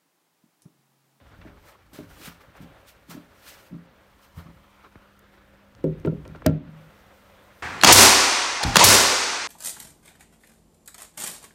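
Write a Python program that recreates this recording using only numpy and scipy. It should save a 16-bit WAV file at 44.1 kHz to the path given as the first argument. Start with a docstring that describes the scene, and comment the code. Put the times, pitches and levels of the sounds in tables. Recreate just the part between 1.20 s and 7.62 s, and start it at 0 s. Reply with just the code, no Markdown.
"""Someone walks round a hollow plastic ride in a wooden shed and climbs into its cab.
At first soles hiss and rub (flickering noise bands) and thud on the boards (dying sines with a crunch),
clothes rustle, dry ticks are noise bursts, and a low rumble and quiet air lie beneath.
A faint mains hum of steady tones grows clearer; a light falling-pitch tap comes through the plastic.
Then the shell is knocked, with two more taps among the knocks: its wall modes ring, loose parts rattle
and hands damp them. 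At the end a few faint slides, the hum and the air are left."""
import sys
import numpy as np
from scipy import signal
from scipy.fft import rfft, irfft, next_fast_len
from scipy.io import wavfile

SR = 44100
rng = np.random.default_rng(int(sys.argv[2]) if len(sys.argv) > 2 else 0)


def wav_record(signal):
    """Record a signal, one row per channel, as 16-bit PCM in the file named by sys.argv[1]."""
    frames = np.transpose(np.atleast_2d(signal))
    bounded = np.clip(frames, -1, 1)
    # unit amplitude maps onto the largest positive 16-bit level
    quanta = np.round(bounded * 32767).astype(np.int16)
    wavfile.write(sys.argv[1], SR, quanta)


N = 283254
HIT_S = .45   # time allowed for one step or knock


def from_db(db):
    """Decibels to gain."""
    return 10 ** (np.asarray(db) / 20)


def rms_one(x):
    """Scale to rms 1."""
    return x / np.sqrt(np.mean(x ** 2) + 1e-20)


def level(rows):
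    """Gain in time, straight in decibels between (start_s, level_db) rows."""
    start_s, level_db = np.transpose(rows)
    return from_db(np.interp(np.arange(N) / SR, start_s, level_db))


def bandpass(x, low_hz, high_hz):
    """Keep the sound between two pitches."""
    return signal.sosfilt(signal.butter(2, [low_hz, high_hz], "band", fs=SR, output="sos"), x)


def drift(rate_hz):
    """Slow chance with spread 1: noise through a smooth low-pass, drawn at every 40th sample."""
    step = 40
    pole = np.exp(-2 * np.pi * rate_hz * step / SR)
    white = rng.standard_normal(N // step + 2002)
    slow = signal.lfilter([1], [1, -2 * pole, pole * pole], white)[2000:]   # skip the start-up
    return np.interp(np.arange(N) / step, np.arange(len(slow)), rms_one(slow))


def coloured(spectrum, patchy_db, rate_hz):
    """Noise in narrow bands, flickering partly together and partly each alone; rms 1."""
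    hz, density_db = np.transpose(spectrum)
    bands = round(2.5 * np.log2(hz[-1] / hz[0]))
    edges = np.geomspace(hz[0], min(hz[-1], .45 * SR), bands)
    out, together, white = 0, drift(rate_hz), rng.standard_normal((2, N))
    for k, (low, high) in enumerate(zip(edges, edges[1:])):
        band = bandpass(white[k % 2], low, high)   # neighbours use different noise
        band_db = np.interp(np.log(low * high) / 2, np.log(hz), density_db)
        flicker_db = patchy_db * (together + 0.95 * drift(rate_hz))
        out = out + band * from_db(band_db + flicker_db)
    return rms_one(out)


def add(out, start_s, sound):
    """Mix a sound in at its time."""
    i = round(start_s * SR)
    out[i:i + len(sound)] += sound[:N - i]


def rumble():
    """The low rumble of a hand-held microphone and creaking boards: steady-coloured deep noise."""
    # rumble level: start_s, level_db
    rumble_level = [(0.0, -56), (0.34, -51), (0.55, -64.5), (0.92, -51.5), (1.2, -62), (1.43, -54.5),
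                    (1.73, -61.5), (3.05, -62), (3.3, -52.5), (3.5, -63), (4.15, -61.5), (4.31, -58.5),
                    (4.5, -59), (4.79, -43), (5.27, -49), (5.6, -57), (6.42, -62)]
    # rumble spectrum: pitch_hz, relative density_db (per Hz)
    rumble_colour = [(12, -53), (20, 2), (65, 9), (167, -1), (203, -9.5), (226, 1.5), (260, 3), (340, -32),
                     (570, -120)]
    return level(rumble_level) * coloured(rumble_colour, patchy_db=0.0, rate_hz=2.6)


def hum():
    """Multiples of the mains frequency, wavering a little in level."""
    # hum level, clearer inside the cab: start_s, level_db
    hum_level = [(0, -73.5), (2.3, -71), (2.8, -66.5), (4.4, -60.5), (5.6, -63.5), (6.42, -66.5)]
    # hum tones: pitch_hz, relative level_db
    hum_lines = [(100, -26), (200, -2), (300, -21.5), (600, -24)]
    t = np.arange(N) / SR
    tones = 0
    for hz, db in hum_lines:
        waver = from_db(db + drift(0.97))
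        tones = tones + np.sqrt(2) * waver * np.sin(2 * np.pi * hz * t)
    return level(hum_level) * tones


def air():
    """The quiet noise of the shed, rising and sinking a little."""
    # air level: start_s, level_db
    air_level = [(0.0, -62.5), (0.7, -73), (0.93, -66.5), (1.56, -58.5), (1.8, -65), (2.3, -59.5),
                 (2.64, -63.5), (4.43, -62.5), (5.3, -60)]
    # air level near the end: start_s, level_db
    seated_level = [(5.55, -59), (6.42, -58)]
    # air spectrum: pitch_hz, relative density_db (per Hz)
    air_colour = [(35, -36), (60, -36), (130, -24), (202, 1.5), (250, -16.5), (301, -14), (458, -2.5),
                  (566, -3), (698, -4.5), (1440, -7), (3190, -14), (7750, -55), (14900, -39.5),
                  (16000, -38)]
    return level(air_level + seated_level) * coloured(air_colour, patchy_db=1.4, rate_hz=3)


def scuffs():
    """Soles and cloth slide: each slide swells and fades, the dull rub lasting longer than the bright hiss."""
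    # slides: loudest_s, hiss_db, rub_db, rise_ms, fall_ms (rise and hiss fall span 20 dB)
    slides = [(.06, -70, -58.5, 29, 220), (.26, -71, -54, 63, 96), (.49, -56, -55.5, 127, 73),
              (0.747, -48.5, -49, 21, 123), (.90, -57.5, -56.5, 30, 330), (1.062, -41, -48.5, 108, 77),
              (1.21, -62, -59, 14, 60), (1.37, -57.5, -53, 29, 29), (1.425, -56, -57, 40, 51),
              (1.54, -75, -57, 130, 110), (1.689, -49.5, -66, 35, 56), (1.912, -43.5, -47.5, 31, 80),
              (2.16, -64.5, -61, 110, 220), (2.291, -45, -52, 96, 127), (2.39, -57.5, -77, 69, 160),
              (2.47, -57.5, -67, 91, 37), (2.79, -82, -63, 54, 15), (3.049, -58, -58, 69, 42),
              (3.186, -54, -50.5, 52, 77), (3.65, -72, -57, 310, 55), (4.04, -77, -56.5, 15, 60),
              (4.14, -68, -57, 100, 87), (4.43, -75, -76, 14, 79), (6.19, -74, -78, 30, 23),
              (6.4, -65, -77, 80, 100)]
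    # faint treble hiss beneath the slides: start_s, level_db
    hiss_level = [(0.0, -70.5), (2.3, -68), (2.57, -72.5), (3.09, -67), (4.24, -71.5), (5.18, -70),
                  (5.4, -77.5), (5.61, -66), (6.42, -64.5)]
    # bright hiss spectrum: pitch_hz, relative density_db (per Hz)
    hiss_colour = [(1290, -5), (2200, -3), (2750, -3), (3900, -5), (4840, -4.5), (5760, -8), (8870, -9.5),
                   (10600, -6), (13100, -7), (16000, -15)]
    # dull rub and rustle spectrum: pitch_hz, relative density_db (per Hz)
    rub_colour = [(210, -39), (350, -2), (432, -7.5), (571, -8.5), (797, -7), (1350, -6), (1540, -8),
                  (1990, -12), (2370, -16), (3870, -21.5), (5000, -25), (6500, -66), (11000, -120)]
    rustle_db, rub_lingers = -63.5, 2.1   # steady rustle of clothes; stretch of the rub's fall
    ms = 1000 * np.arange(N) / SR
    bright, dull = level(hiss_level), from_db(rustle_db)
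    for loudest_s, hiss_db, rub_db, rise_ms, fall_ms in slides:
        late_ms = ms - 1000 * loudest_s
        hiss_drop_db = 20 * np.maximum(-late_ms / rise_ms, late_ms / fall_ms)
        rub_drop_db = 20 * np.maximum(-late_ms / rise_ms, late_ms / (rub_lingers * fall_ms))
        bright = np.hypot(bright, from_db(hiss_db - hiss_drop_db))   # powers add
        dull = np.hypot(dull, from_db(rub_db - rub_drop_db))
    hiss = bright * coloured(hiss_colour, patchy_db=.8, rate_hz=25)
    return hiss + dull * coloured(rub_colour, patchy_db=2.2, rate_hz=25)


def hollows(x):
    """Hollows colour a noise by adding narrow resonances."""
    # hollows: pitch_hz, width_hz, level_db
    resonances = [(550, 52, 2), (1363, 117, -9.5)]
    out = x
    for hz, width_hz, db in resonances:
        out = out + from_db(db) * signal.lfilter(*signal.iirpeak(hz, hz / width_hz, fs=SR), x)
    return out


def thud(modes, peak_db, reach, rise_ms, ring):
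    """All modes of a body swell over the contact time and die; reach says how hard each is driven."""
    hz, db, t60_s = (column[:, None] for column in np.transpose(modes))
    t = np.arange(round(HIT_S * SR)) / SR
    rise_s = max(rise_ms, .2) / 1000 + 0.3 / hz   # low modes take longer to build up
    swell = (1 - np.exp(-t / rise_s)) ** 2
    decay = from_db(db - 60 * t / (ring * t60_s))
    sound = np.sum(swell * reach * decay * np.sin(2 * np.pi * hz * t), axis=0)
    sound *= np.cos(np.pi / 2 * (t / t[-1]) ** 2)   # nothing is left ringing at the end
    return from_db(peak_db) * sound / np.abs(sound).max()


def steps():
    """Soft soles set floorboards thudding and crunch a little; modes near the strongest pitch are driven most."""
    # footfalls: start_s, thud peak_db, strongest pitch_hz, ring-time factor
    footfalls = [(0.184, -43, 88, .5), (0.248, -36, 300, 1), (0.727, -41.5, 284, 0.83),
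                 (0.787, -29, 284, 0.21), (0.805, -36, 264, 0.63), (0.999, -42.5, 285, .7),
                 (1.068, -35, 158, 0.79), (1.273, -48.5, 77.5, 0.31), (1.402, -36, 149, 0.33),
                 (1.425, -35, 194, 0.68), (1.498, -43.5, 157, .3), (1.883, -38.5, 197, 1),
                 (1.903, -41, 186, 0.51), (1.944, -31.5, 227, 0.62), (1.962, -32.5, 255, 0.73),
                 (2.504, -38.5, 179, 0.52), (2.521, -31, 183, 0.58), (2.539, -32.5, 181, 1),
                 (3.168, -30.5, 82, 0.81), (3.249, -39.5, 156, 0.82), (3.281, -40.5, 167, 0.6)]
    # floorboard modes: pitch_hz, relative level_db, t60_s (before the ring-time factor)
    boards = [(74, -17, 0.3), (84.2, -8, 0.29), (143, 1.5, 0.1), (170.5, -3.5, 0.33), (206, -3.5, 0.14),
              (242.8, -6, 0.31), (291.5, -5, 0.27), (325.5, -3, 0.14), (410.6, -15.5, 0.65),
              (597, -3.5, 0.31), (644, 6, 0.068)]
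    grit_low_hz, grit_high_hz, grit_db, grit_t60_s = 404, 1390, -24.5, 0.049   # dB against the thud peak
    rise_ms = 2.25
    out, hz = np.zeros(N), np.array(boards)[:, :1]
    t = np.arange(round(HIT_S * SR)) / SR
    shape = (len(footfalls), len(hz), 1)
    chance = from_db(rng.normal(0, 1.5, shape)) * rng.choice([-1, 1], shape)
    grits = rms_one(bandpass(rng.standard_normal((len(footfalls), len(t))), grit_low_hz, grit_high_hz))
    for (start_s, db, centre_hz, ring), luck, grit in zip(footfalls, chance, grits):
        reach = luck * from_db(-9 * np.log2(hz / centre_hz) ** 2)
        add(out, start_s, thud(boards, db, reach, rise_ms, ring))
        add(out, start_s, grit * from_db(db + grit_db - 60 * t / grit_t60_s))
    return out


def ticks():
    """Dry ticks and cracks: fast-dying bursts of noise, band-passed."""
    # ticks: start_s, peak_db, low_hz, high_hz, t60_ms (of the noise ahead of its filter)
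    bursts = [(0.214, -43, 900, 2490, 76), (0.732, -43.5, 1500, 16000, 110), (0.788, -42, 500, 3000, 12),
              (1.075, -35, 1010, 1700, 60), (1.352, -42, 450, 1500, 60), (1.898, -40, 2500, 16100, 36),
              (3.9922, -44, 7200, 16000, 13), (4.5505, -41.5, 395, 6900, 5.4),
              (4.641, -44.5, 1490, 16000, 20), (4.799, -49.5, 3930, 16000, 10),
              (4.8507, -49, 1500, 5000, 20), (4.861, -39.5, 5000, 16100, 5), (5.052, -55, 3000, 8000, 15),
              (5.063, -61, 3000, 8000, 8.1), (5.0784, -37.5, 3420, 12000, 2.6),
              (5.161, -54, 3000, 6000, 29), (5.2494, -52, 800, 4000, 65), (5.2607, -31, 984, 16000, 20),
              (5.264, -8, 2350, 15800, 2.2), (5.2651, -8.5, 2500, 16100, 1.1),
              (5.2964, -49, 1000, 7960, 30)]
    out, t = np.zeros(N), np.arange(4000) / SR
    whites = rng.standard_normal((len(bursts), len(t)))
    for (start_s, db, low_hz, high_hz, t60_ms), white in zip(bursts, whites):
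        burst = bandpass(white * from_db(-60 * 1000 * t / t60_ms), low_hz, high_hz)
        add(out, start_s, from_db(db) * burst / np.abs(burst).max())
    return out


def shed(x):
    """Ten feedback delays, duller on every round; the thin walls let the bass out."""
    t60_s = 0.53   # for the bass; the treble dies sooner
    wall_cut_hz, leak_hz = 910, 310   # dulling per 20 ms of path; bass lost below
    size = next_fast_len(N + SR, real=True)
    hz = np.fft.rfftfreq(size, 1 / SR)
    echo = 0
    for k, lag_s in enumerate(np.geomspace(.0071, .029, 10)):
        dulling = 1 + 1j * hz / wall_cut_hz * lag_s / .02
        loop = from_db(-60 * lag_s / t60_s) / dulling * np.exp(-2j * np.pi * hz * lag_s)
        echo = echo + (-1) ** k * loop / (1 - loop)
    for lag_s in (.0013, .0031):
        turn = np.exp(-2j * np.pi * hz * lag_s)   # rough boards smear each echo
        echo = echo * (turn - .6) / (1 - .6 * turn)
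    leak = 1j * hz / (leak_hz + 1j * hz)
    return irfft(rfft(x, size) * echo * leak, size)[:N]


def near_wall(x):
    """Inside the cab a nearby wall throws a dull echo back over a short, changing detour."""
    # wall echo: start_s, detour_m, share thrown back (0-1); none outside these times
    wall = [(2.9, 0.32, 0.13), (3.35, 0.32, 0.27), (3.8, 0.23, 0.25), (4.15, 0.17, 0.3), (4.45, 0.2, .02)]
    start_s, detour_m, share = np.transpose(wall)
    t = np.arange(N) / SR
    delay_s = np.interp(t, start_s, detour_m) / 343   # speed of sound in m/s
    dull = signal.lfilter(*signal.butter(1, 2500, fs=SR), x)
    echo = np.interp(t - delay_s, t, dull)
    share = np.clip(np.interp(t, start_s, share, left=0, right=0), 0, 1)
    return (x + share * echo) / np.sqrt(1 + share ** 2)


def taps():
    """Bending waves spread out in the plastic: the pitch falls fast as the tap dies; grit roughens it."""
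    # light taps: start_s, peak_db, first pitch_hz, pitch halving_ms, t60_ms
    light_taps = [(3.7555, -35, 1680, 0.67, 180), (5.1482, -34, 2263, 1.8, 73),
                  (5.2202, -33, 2200, 1.8, 36)]
    out, ms = np.zeros(N), 1000 * np.arange(3000) / SR
    white = rng.standard_normal((len(light_taps), len(ms)))
    grits = rms_one(signal.lfilter(*signal.butter(3, 1800, fs=SR), white))
    for (start_s, db, first_hz, half_ms, t60_ms), grit in zip(light_taps, grits):
        phase = 2 * np.pi * np.cumsum(first_hz / (1 + ms / half_ms)) / SR
        rough = np.sin(phase) + .8 * grit * np.exp(-ms / 6)
        chirp = rough * (1 - np.exp(-ms / .8)) * from_db(-60 * ms / t60_ms)
        add(out, start_s, from_db(db) * chirp / np.abs(chirp).max())
    return out


def knocks():
    """The place struck decides how far each shell mode is reached; loose parts rattle; hands damp the ring."""
    # knocks: start_s, peak_db (before flexing and damping), rise_ms, ring-time factor,
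    #   place along the wall (0-1), then against the lower wall modes:
    #   deep_db, boom_db, middle_db, upper_db, rim_db
    blows = [(4.640, -10, 0.96, 1.07, 0.28, -31, 0.5, 9.5, -5, -16),
             (4.8479, -15.5, .5, 1.5, .4, -1, 2, 5, -3.5, -5),
             (4.872, -15.5, 1.3, 0.32, 0.1, -31, -3, -8, -15, -2.5),
             (4.921, -22.5, 0.46, 0.68, 0.29, -7, 2.5, 0, -6, -28),
             (5.052, -35.5, 1.6, 0.98, 0.28, -8, -40, 0, 1, 7.5),
             (5.09, -36.5, 2.2, 0.47, 0.32, -12, 14, -11, -1, -7.5),
             (5.158, -40, 1.4, 0.64, 0.39, -9, -13.5, -16, -5.5, 14),
             (5.245, -31.5, 3.94, 1.6, 0.33, -4, -9, 14.5, -8.5, 1),
             (5.261, -5, 0.37, 1.09, 0.744, -1.5, 5, -19, 4.5, 1),
             (5.289, -17, 1.2, 1.57, 0.314, -10.5, 7.5, -3.5, 0.5, -24),
             (5.455, -39, 6, 1.46, 0.25, -37, 25, -14, -1, -16)]
    # shell modes: pitch_hz, relative level_db, t60_s (before the ring-time factor)
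    shell = [(63, 0, 0.14), (87, 8, 0.17), (127.2, -0.5, 0.25), (152, -1, 0.33), (157.5, 6.5, 0.67),
             (202.3, -5.5, 0.44), (244.5, 5.5, 0.087), (276.1, 7.5, 0.12), (298.2, -5, 0.31),
             (315, 15.5, 0.058), (375, 5.5, 0.19), (378.8, 7, 0.13), (411, 1.5, 0.15), (468, -3.5, 0.083),
             (467, 9.5, 0.11), (523.2, 4.5, 0.16), (570, -15, 0.26), (623, 8, 0.1), (694, -30.5, .12),
             (914, 0, 0.039), (1070, -38.5, 0.11), (1374, -13, 0.15), (1880, -29.5, .1), (2170, -69.5, .06),
             (2850, -52.5, .05)]
    # centres of the deep, boom, lower, middle, upper wall and rim modes: pitch_hz
    families_hz = [75, 158, 290, 450, 620, 1100]
    # a hand settles on the wall and damps what still rings: start_s, damping_db
    hands = [(4.737, -10), (4.907, -3), (5.379, -8), (5.69, -10)]
    hand_settles_s = .008
    rattle_low_hz, rattle_high_hz = 690, 2170
    rattle_db, rattle_t60_s = -19, 0.041   # t60 before the ring-time factor
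    tail_db, tail_t60_s = -46.5, 0.5   # loose parts buzz on more softly
    flex_share, flex_hz = 0.27, 71   # the flexing wall makes each ring unsteady
    out, hz = np.zeros(N), np.array(shell)[:, :1]
    shape = np.arange(1, len(shell) + 1)[:, None]
    t = np.arange(round(HIT_S * SR)) / SR
    size = (len(blows), len(t))
    rattles = rms_one(bandpass(rng.standard_normal(size), rattle_low_hz, rattle_high_hz))
    flexes = rms_one(signal.lfilter(*signal.butter(2, flex_hz, fs=SR), rng.standard_normal(size)))
    for blow, rattle, flex in zip(blows, rattles, flexes):
        start_s, db, rise_ms, ring, place, deep_db, boom_db, middle_db, upper_db, rim_db = blow
        families_db = [deep_db, boom_db, 0, middle_db, upper_db, rim_db]
        family_db = np.interp(np.log(hz), np.log(families_hz), families_db)
        reach = from_db(family_db) * (0.5 * np.cos(np.pi * shape * place) + (-1.) ** shape)
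        sound = thud(shell, db, reach, rise_ms, ring) * (1 + flex_share * flex)
        fade = from_db(rattle_db - 60 * t / (ring * rattle_t60_s))
        fade = fade + from_db(tail_db - 60 * t / tail_t60_s)
        sound = sound + rattle * from_db(db + rim_db) * fade
        damp_db = 0
        for hand_s, hand_db in hands:
            if hand_s > start_s:
                damp_db = damp_db + hand_db * np.clip((start_s + t - hand_s) / hand_settles_s, 0, 1)
        add(out, start_s, sound * from_db(damp_db))
    return out


def scene():
    """Hits with their room, sliding noises, rumble, hum and the quiet air."""
    shed_db = -23.5
    hits = steps() + ticks() + taps() + knocks()
    room = from_db(shed_db) * shed(hits)
    noises = near_wall(hollows(scuffs() + air()))
    return (hits + room + noises + rumble() + hum())[None]


def record(dry):
    """The microphone loses the deepest bass and dips in the treble; the top is cut."""
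    low_hz, top_hz = 40.4, 16600
    dip_hz, dip_width_hz, dip_share = 10400, 2200, 0.52
    thin = signal.lfilter(*signal.butter(2, low_hz, "high", fs=SR), dry)
    thin = thin - dip_share * signal.lfilter(*signal.iirpeak(dip_hz, dip_hz / dip_width_hz, fs=SR), thin)
    return signal.sosfilt(signal.cheby2(14, 70, top_hz, fs=SR, output="sos"), thin)


dry = scene()
out = record(dry)
wav_record(out)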